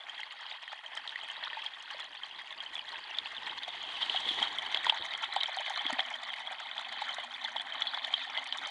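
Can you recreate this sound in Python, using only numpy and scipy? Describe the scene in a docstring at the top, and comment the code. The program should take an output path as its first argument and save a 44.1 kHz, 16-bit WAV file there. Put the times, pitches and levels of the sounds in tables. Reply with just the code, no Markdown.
"""Water standing on river ice drains through a small hole, heard from close by.
First comes a trickle: the inflow folds in air bubbles that each ring for a few milliseconds, coloured by the hole.
The trickle swells to a churn as the hole is washed wide, and pockets of air are gulped down near 4.3 s.
Near 5.9 s it gulps again as a funnel of air opens over the hole and resonates like a bottle.
The water then runs on with this faint hollow note; bubbles, droplets and crackling foam are heard throughout."""
import sys
import numpy as np
from scipy import signal
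from scipy.fft import rfft, irfft, next_fast_len
from scipy.io import wavfile
from scipy.ndimage import uniform_filter1d

SR = 44100
rng = np.random.default_rng(int(sys.argv[2]) if len(sys.argv) > 2 else 0)


def file_out(sig):
    """Save sig as 16-bit WAV at sys.argv[1]."""
    # one column per channel
    cols = np.atleast_2d(sig).T
    # limit, then scale
    lim = np.clip(cols, -1, 1)
    pcm = np.round(lim * 32767).astype(np.int16)
    wavfile.write(sys.argv[1], SR, pcm)


N = 383669
TIME = np.arange(N) / SR  # seconds

# the loudest single bubbles: (time [s], level [dB], pitch [Hz], ring time [s])
LOUD_BUBBLES = [(0.232, -30, 2060, .0027), (0.678, -31.5, 1900, 0.0021), (0.73, -33.5, 820, 0.002),
                (1.076, -24.5, 3690, .0006), (1.158, -25, 1960, 0.0033), (1.3, -29.5, 3090, .0033),
                (1.427, -34, 1860, .0045), (1.531, -29.5, 1850, 0.0033), (1.57, -32.5, 880, .008),
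                (1.663, -26.5, 3250, 0.0046), (1.945, -35.5, 580, 0.0023), (2.234, -30.5, 3160, 0.0064),
                (2.604, -31.5, 3250, 0.0083), (2.754, -32.5, 3380, 0.0099), (2.793, -29, 2970, .003),
                (3.186, -18, 3570, 0.0017), (3.68, -29.5, 760, 0.0021), (4.028, -22, 3180, .0028),
                (4.097, -19, 3080, 0.0023), (4.145, -27.5, 762, .006), (4.161, -22, 3230, 0.0046),
                (4.289, -21, 3400, .004), (4.4, -19.5, 3330, 0.0013), (4.419, -27.5, 824, 0.0046),
                (4.74, -33, 2100, 0.0062), (4.746, -15, 3230, 0.00065), (4.772, -19, 3360, 0.0024),
                (4.845, -24, 1910, 0.0035), (4.866, -20.5, 3420, 0.003), (4.867, -21.5, 963, .004),
                (4.896, -12.5, 2870, 0.001), (4.898, -14.5, 3390, 0.0031), (4.923, -26, 887, 0.0077),
                (5.137, -23, 3270, 0.00068), (5.363, -18.5, 794, 0.0037), (5.405, -27.5, 3860, 0.0077),
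                (5.41, -21.5, 3160, 0.0042), (5.433, -19.5, 3730, 0.0014), (5.57, -30.5, 775, 0.01),
                (5.704, -29.5, 800, 0.0064), (5.865, -19, 3400, 0.0028), (5.9, -30.5, 730, 0.006),
                (5.987, -30.5, 777, 0.02), (5.993, -19, 1850, 0.00082), (6.005, -21, 3360, 0.0025),
                (6.338, -25.5, 2060, .0014), (6.51, -33.5, 780, .005), (6.78, -27, 3400, 0.0021),
                (7.02, -26.5, 860, 0.0064), (7.183, -28, 730, 0.002), (7.458, -31, 1980, 0.0045),
                (7.561, -24.5, 895, 0.0021), (7.566, -25.5, 3360, 0.0025), (7.597, -28, 3210, .0055),
                (7.821, -19, 3360, 0.0023), (7.87, -25.5, 3370, 0.0087), (7.944, -23, 3460, 0.0044),
                (7.974, -28.5, 965, 0.0015), (8.047, -22, 3520, 0.0023), (8.139, -18, 3230, 0.0054),
                (8.368, -29, 2050, 0.014), (8.375, -20, 3300, 0.0022), (8.382, -30.5, 890, .0034),
                (8.525, -20.5, 3260, 0.00065)]
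# slow course of the inflow, where 0 dB is a steady run: (time [s], strength [dB])
INFLOW = [(0, -3), (.32, -4.5), (.82, -5), (1.05, -3), (1.58, 0.5), (1.78, -5), (2.55, -3.5), (3.1, -1),
          (3.85, 0.5), (4.1, 3.5), (4.7, 3), (5.05, 2), (5.85, 3), (6.15, 0.5), (6.7, -1), (7.33, -1.54),
          (7.9, 1.04), (8.7, -0.8)]
# wavelets that spill over the rim and briefly swell the inflow; a tilt above 0 is splashy and bright,
# below 0 dull and gurgling: (time of crest [s], length [s], extra inflow [dB], tilt [dB])
WAVELETS = [(.18, 0.24, 2.5, 1.1), (.49, 0.23, 4.3, -0.7), (.72, 0.07, 3.6, 0.34), (.96, 0.25, 3.8, -0.88),
            (1.43, 0.16, 1.8, -1.3), (1.958, 0.28, 4.9, 0.13), (2.392, 0.047, 3.5, 1.9),
            (2.72, 0.21, 1, 0.04), (2.94, .14, 2, -1.7), (3.49, 0.22, 2.3, -2.2),
            (4.02, 0.054, 3.4, -0.039), (4.15, 0.1, 3.8, 0.43), (4.3, .1, 1.4, 3.9),
            (4.42, 0.16, 5.5, -0.75), (4.74, 0.047, 0.83, 2.8), (4.856, 0.14, 1.8, 0.43),
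            (5.262, 0.088, 1.8, 1.1), (5.68, 0.069, 0.87, 0.67), (5.92, 0.55, 2.4, -1),
            (6.33, 0.12, 0.97, 0.61), (6.51, 0.15, 1.2, -1.7), (6.8, 0.086, 2.3, -0.57),
            (7.072, 0.47, 4.3, -0.44), (7.456, .12, 3.7, 0.6), (7.77, 0.22, 1.9, -0.17),
            (7.96, 0.091, 3, 0.079), (8.19, .14, 1.7, 3.4), (8.368, 0.11, 3.9, -2.4),
            (8.65, 0.22, 3, -0.52)]
# how far the hole has widened: (time [s], opening [0 narrow to 1 wide])
HOLE_OPENING = [(3.5, 0.028), (5.0, 0.92)]
# large, middle and small bubbles: (lowest pitch [Hz], highest pitch [Hz], rate [bubbles/s],
# typical ring time [s], spread of loudness [dB], level in the steady run [dB],
# rise with the inflow [dB per dB], extra once wide [dB], extra at full suction [dB])
BUBBLE_SIZES = [(587, 1329, 380, 0.0041, 3, -51.5, 1.0, 2, -.5),
                (1370, 2596, 620, 0.0023, 3.5, -46.5, 1.26, 0.06, -3),
                (2634, 5606, 850, 0.0023, 5, -45, 1.29, 0, 1.5)]
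# colour that the hole gives to sounds made in it: (pitch [Hz], narrow [dB], washed wide [dB])
HOLE_COLOUR = [(150, -52, -56), (385, -14, -18), (604, -17, -7), (738, -14, 0.5), (855, -5.5, 1.5),
               (1360, -11, -4), (1476, -9.5, -8), (1972, -2, 0), (2276, -9, -4.5), (2925, 1, -9),
               (2950, 1, 4), (3180, 4.5, 8), (3840, -2.5, 2), (4680, -9, -9.5), (5370, -23, -34),
               (9000, -34, -46.5)]
# colour of the fine spray: (pitch [Hz], level [dB])
SPRAY_COLOUR = [(2000, -26), (3300, -9), (4200, -5), (5300, 1), (6500, 1), (8000, -4), (10300, -11),
                (12000, -32.5)]
# droplets and bursting films: (time [s], relative level [dB])
DROPLETS = [(0.951, -43.5), (1.3136, -45.5), (1.8243, -43.5), (1.9974, -44), (2.7453, -46.5), (2.888, -53),
            (4.844, -37.5), (5.053, -40.5), (5.175, -43), (5.3364, -41.5), (5.435, -39), (5.564, -41),
            (5.6967, -36), (5.9269, -35.5), (6.102, -43), (7.1435, -40), (7.7393, -48), (8.4403, -43.5),
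            (8.573, -37.5), (8.671, -38.5)]
# low churning under the ice, apart from the wavelets: (time [s], level [dB])
CHURN_LEVEL = [(0, -74), (.65, -87.5), (1.1, -72), (1.8, -76.5), (2.2, -73), (3.35, -68.5), (3.48, -63.5),
               (3.65, -67), (4.35, -57.5), (4.75, -64), (5.08, -66), (5.4, -72), (6.6, -76), (8.7, -70.5)]
# colour of that churning: (pitch [Hz], level [dB])
CHURN_TONE = [(20, -9), (60, -6), (130, -5.5), (300, 2), (480, 1.5), (900, -10.5), (2500, -29)]
# big pockets of air swallowed: (time [s], level [dB], pitch [Hz], ring time [s])
AIR_GULPS = [(4.311, -41, 320, 0.0027), (4.408, -49, 250, 0.0097), (5.852, -42, 293, 0.0053),
             (5.891, -57, 292, .012), (5.925, -38.5, 261, 0.0071)]
# the funnel of air over the hole: (time [s], level [dB], resonance [Hz])
AIR_FUNNEL = [(5.85, -90, 265), (5.98, -67, 264), (6.13, -73, 242), (6.6, -78, 242), (7.2, -70.5, 240),
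              (8.0, -71.5, 264), (8.7, -71, 272)]


def trickle(flow, tilt, pull, surge, surge_db=2.0, own_db=0.78, wash_db=-9, rush_db=10, smoothing=0.13):
    """Swarms of large, middle and small bubbles, bunched by the sloshing of the inflow."""
    out = np.zeros(N)
    for k, row in enumerate(BUBBLE_SIZES):
        low, high, per_s, ring, spread_db, db, follow, open_db, suction_db = row
        # countless tiny splashes blur into a wash under the bubbles; suction fuses them into a rush
        band = signal.butter(2, [low, high], "band", fs=SR, output="sos")
        wash = unit(signal.sosfilt(band, rng.standard_normal(N)))
        bubbles = swarm(low, high, per_s, ring, spread_db)
        water = bubbles + amp(wash_db + rush_db * pull) * wash
        # suction also makes the bunching smoother
        bunching = amp((1 - smoothing * pull) * (surge_db * surge + own_db * wander(12)))
        # tilt takes from the large bubbles (k = 0) what it gives to the small ones (k = 2)
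        level = db + follow * flow + (k - 1) * tilt
        level = level + open_db * curve(HOLE_OPENING) + suction_db * pull
        out += amp(level) * levelled(through_hole(water * bunching))
    return out


def swarm(low_hz, high_hz, per_s, ring, spread_db, glide=0.035, shortening=0.77, count=240):
    """Bubbles born at random moments; smaller ones tend to die sooner, each pitch with its own ring and glide."""
    pitches = np.geomspace(low_hz, high_hz, count)
    middle_hz = np.sqrt(low_hz * high_hz)
    rings = ring * (middle_hz / pitches) ** shortening * 2 ** rng.uniform(-0.79, 1, count)
    tones = [unit(bubble(hz, ring_s, glide * rng.standard_normal())) for hz, ring_s in zip(pitches, rings)]
    births = clicks(per_s, spread_db)
    kind = rng.integers(0, count, N)
    out = np.zeros(N)
    for i in np.flatnonzero(births):
        add(out, i / SR, births[i] * tones[kind[i]])
    return unit(out)


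def bubble(hz, ring, glide, onset_cycles=0.26, neck_s=.0001, size=2400):
    """A bubble pinches off, rings and dies; its pitch slides a little as the current carries it."""
    t = np.arange(size) / SR
    ring = max(ring, 1e-4)
    onset = (1 - np.exp(-t / (onset_cycles / hz + neck_s))) ** 2
    shape = onset * np.exp(-t / ring)
    pitch = hz * (1 + glide * (np.minimum(t / ring, 4) - 1))
    return shape / shape.max() * np.sin(2 * np.pi * np.cumsum(pitch) / SR)


def plips(glide=0.028, snap_db=-2.0, snap_s=0.0026, bright_db=-27, level_db=0.0, low_hz=560):
    """The loud bubbles, each with the wet snap of the neck that closes behind it."""
    tones, snaps = np.zeros(N), np.zeros(N)
    t = np.arange(600) / SR
    for s, db, hz, ring in LOUD_BUBBLES:
        add(tones, s, amp(db) * bubble(hz, ring, glide * rng.standard_normal()))
        add(snaps, s, amp(db) * rng.standard_normal(len(t)) * np.exp(-t / snap_s))
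    # bubbles this small radiate almost no bass
    tones = signal.sosfilt(signal.butter(5, low_hz, "high", fs=SR, output="sos"), tones)
    # the snap rings in the hole and throws a little bright spray
    wet_snaps = amp(snap_db) * through_hole(snaps)
    bright_snaps = amp(bright_db) * colour(snaps, SPRAY_COLOUR)
    return amp(level_db) * tones + wet_snaps + bright_snaps


def spray(flow, pull, surge, fizz_db=-67, hiss_db=-77, surge_db=7.0, clump_db=5.0, per_s=800,
          spread_db=4.5, pops_db=-7, open_db=2, follow=1.0, suction_db=8):
    """Fine crackle of foam that follows the inflow in clumps; a wide hole lets more of it out."""
    crackle = swarm(4770, 11020, per_s, 0.00059, spread_db)
    pops = amp(pops_db) * unit(clicks(per_s, spread_db))  # films that burst without ringing
    clumps = amp(surge_db * surge + clump_db * wander(140))
    foam = levelled(colour((crackle + pops) * clumps, SPRAY_COLOUR))
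    fizz = amp(fizz_db + open_db * (curve(HOLE_OPENING) - 0.5)) * foam
    hiss = amp(hiss_db + suction_db * pull) * unit(colour(rng.standard_normal(N), SPRAY_COLOUR))
    return amp(follow * flow) * (fizz + hiss)


def ticks(level_db=3, spatter_s=0.0013, specks_share=0.14, size=500):
    """A droplet lands or a film bursts: a tight spatter of tiny clicks."""
    t, out = np.arange(size) / SR, np.zeros(N)
    for s, db in DROPLETS:
        specks = rng.standard_normal(size) * (rng.random(size) < specks_share)
        burst = colour(specks * t * np.exp(-t / spatter_s), SPRAY_COLOUR)
        add(out, s, amp(db + level_db) * burst / (abs(burst).max() + 1e-12))
    return out


def churn(slosh, follow=0.61, lumpy_db=3.0):
    """Dull, lumpy turbulence below the hole that heaves with each wavelet, and the gulps of air."""
    lumps = amp(lumpy_db * wander(25))
    turbulence = unit(colour(rng.standard_normal(N), CHURN_TONE) * lumps)
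    out = amp(curve(CHURN_LEVEL) + follow * slosh) * turbulence
    for s, db, hz, ring in AIR_GULPS:
        add(out, s, amp(db) * bubble(hz, ring, glide=-0.028, onset_cycles=0.73))
    return out


def air_core(width_hz=28):
    """The open funnel of air resonates like a bottle, stirred by noise that stands for the splashing."""
    # noise kept in a narrow band around 0 Hz is turned up to the moving resonance
    turn = np.exp(2j * np.pi * np.cumsum(curve(AIR_FUNNEL, axis=2)) / SR)
    r = np.exp(-np.pi * width_hz / SR)
    stir = signal.lfilter([1], np.poly([r, r]), rng.standard_normal(N) / turn)
    return amp(curve(AIR_FUNNEL)) * levelled((stir * turn).real)


def through_hole(x, ring_hz=3260, ring_width_hz=130, ring_db=-1):
    """The narrow hole adds its colour and a thin high ring; both fade to a wider colour as it is washed out."""
    hole = np.array(HOLE_COLOUR)
    wide = np.clip(curve(HOLE_OPENING), 0, 1)
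    ring = signal.lfilter(*signal.iirpeak(ring_hz, ring_hz / ring_width_hz, fs=SR), x)
    narrow_sound = colour(x + amp(ring_db) * ring, hole[:, [0, 1]])
    wide_sound = colour(x, hole[:, [0, 2]])
    return (1 - wide) * narrow_sound + wide * wide_sound


def echoes(x, wet_db=-14, t60=0.053, size=4000):
    """Quick scattered reflections from the wall of the hole and the sheet of water."""
    t = np.arange(size) / SR
    # random reflections start after 2 ms and fall by 60 dB in t60 seconds
    taps = rng.standard_normal(size) * amp(-60 * t / t60) * (t > .002)
    return x + amp(wet_db) * signal.oaconvolve(x, taps / np.linalg.norm(taps))[:N]


def sloshing():
    """A smooth hump for each wavelet: the extra inflow and the tilt towards small bubbles, both in dB."""
    s, length, db, tilt_db = np.transpose(WAVELETS)
    coarse = TIME[::64]  # the humps are slow, so every 64th sample is enough
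    humps = np.cos(np.pi * np.clip((coarse[:, None] - s) / length, -.5, .5)) ** 2
    return [np.interp(TIME, coarse, humps @ height) for height in (db, tilt_db)]


def suction(strongest_s=4.36, rise_s=0.84, fall_s=0.26):
    """Pull of the hole, 0 to 1: it builds up as the hole is torn wide, then lets go faster."""
    span = np.where(TIME < strongest_s, rise_s, fall_s)
    return np.exp(-((TIME - strongest_s) / span) ** 2)


def amp(db):
    """Turns decibels into a gain."""
    return 10 ** (np.asarray(db) / 20)


def unit(x):
    """Scales a sound to an average strength (rms) of 1."""
    return x / np.sqrt(np.mean(x ** 2) + 1e-20)


def curve(rows, axis=1):
    """One column of a table, joined by straight lines in time."""
    rows = np.asarray(rows)
    return np.interp(TIME, rows[:, 0], rows[:, axis])


def add(mix, s, sound):
    """Mixes a sound in at a time in seconds."""
    part = mix[max(round(s * SR), 0):][:len(sound)]
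    part += sound[:len(part)]


def colour(x, points, size=4096):
    """Filter with the given spectrum: it rings after a click, never before (minimum phase)."""
    hz, db = np.transpose(points)
    grid = abs(np.fft.fftfreq(size, 1 / SR))
    log_gain = np.log(amp(np.interp(np.log(grid + 1), np.log(hz), db)))
    taps = np.fft.ifft(np.exp(signal.hilbert(log_gain).conj())).real
    return signal.oaconvolve(x, taps[:size // 2])[:len(x)]


def wander(hz):
    """Random drift of rms 1, mostly slower than hz."""
    size = next_fast_len(N, real=True)
    grid = np.fft.rfftfreq(size, 1 / SR)
    spectrum = rfft(rng.standard_normal(size)) / (1 + (grid / hz) ** 4)
    return unit(irfft(spectrum, size)[:N])


def levelled(x, size=6000):
    """Holds the power steady over about a seventh of a second, leaving the quick bursts."""
    power = uniform_filter1d(uniform_filter1d(x ** 2, size), size // 2)
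    return x / np.sqrt(abs(power) + 1e-12)


def clicks(per_s, spread_db, cap=4.99):
    """Random impulses of either sign, many small and a few large."""
    sizes = amp(spread_db * np.minimum(rng.exponential(1, N), cap))
    return sizes * rng.choice([-1, 1], N) * (rng.random(N) < per_s / SR)


def scene():
    """The water sounds share one sloshing inflow; churn and air funnel are mixed in without echoes."""
    slosh, tilt = sloshing()
    pull = suction()
    surge = wander(32.6)
    flow = curve(INFLOW) + slosh
    bubbles = trickle(flow, tilt, pull, surge) + plips()
    water = echoes(bubbles + spray(flow + tilt, pull, surge) + ticks())
    return (water + churn(slosh) + air_core())[None]


def record(dry, hiss_db=-77, edge_hz=11250):
    """A small microphone with its own faint hiss and a steep upper limit."""
    noisy = dry + amp(hiss_db) * rng.standard_normal(N)
    lowpass = signal.firwin(161, edge_hz, window=("kaiser", 7), fs=SR)
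    return signal.oaconvolve(noisy, lowpass[None], "same")


dry = scene()
out = record(dry)
file_out(out)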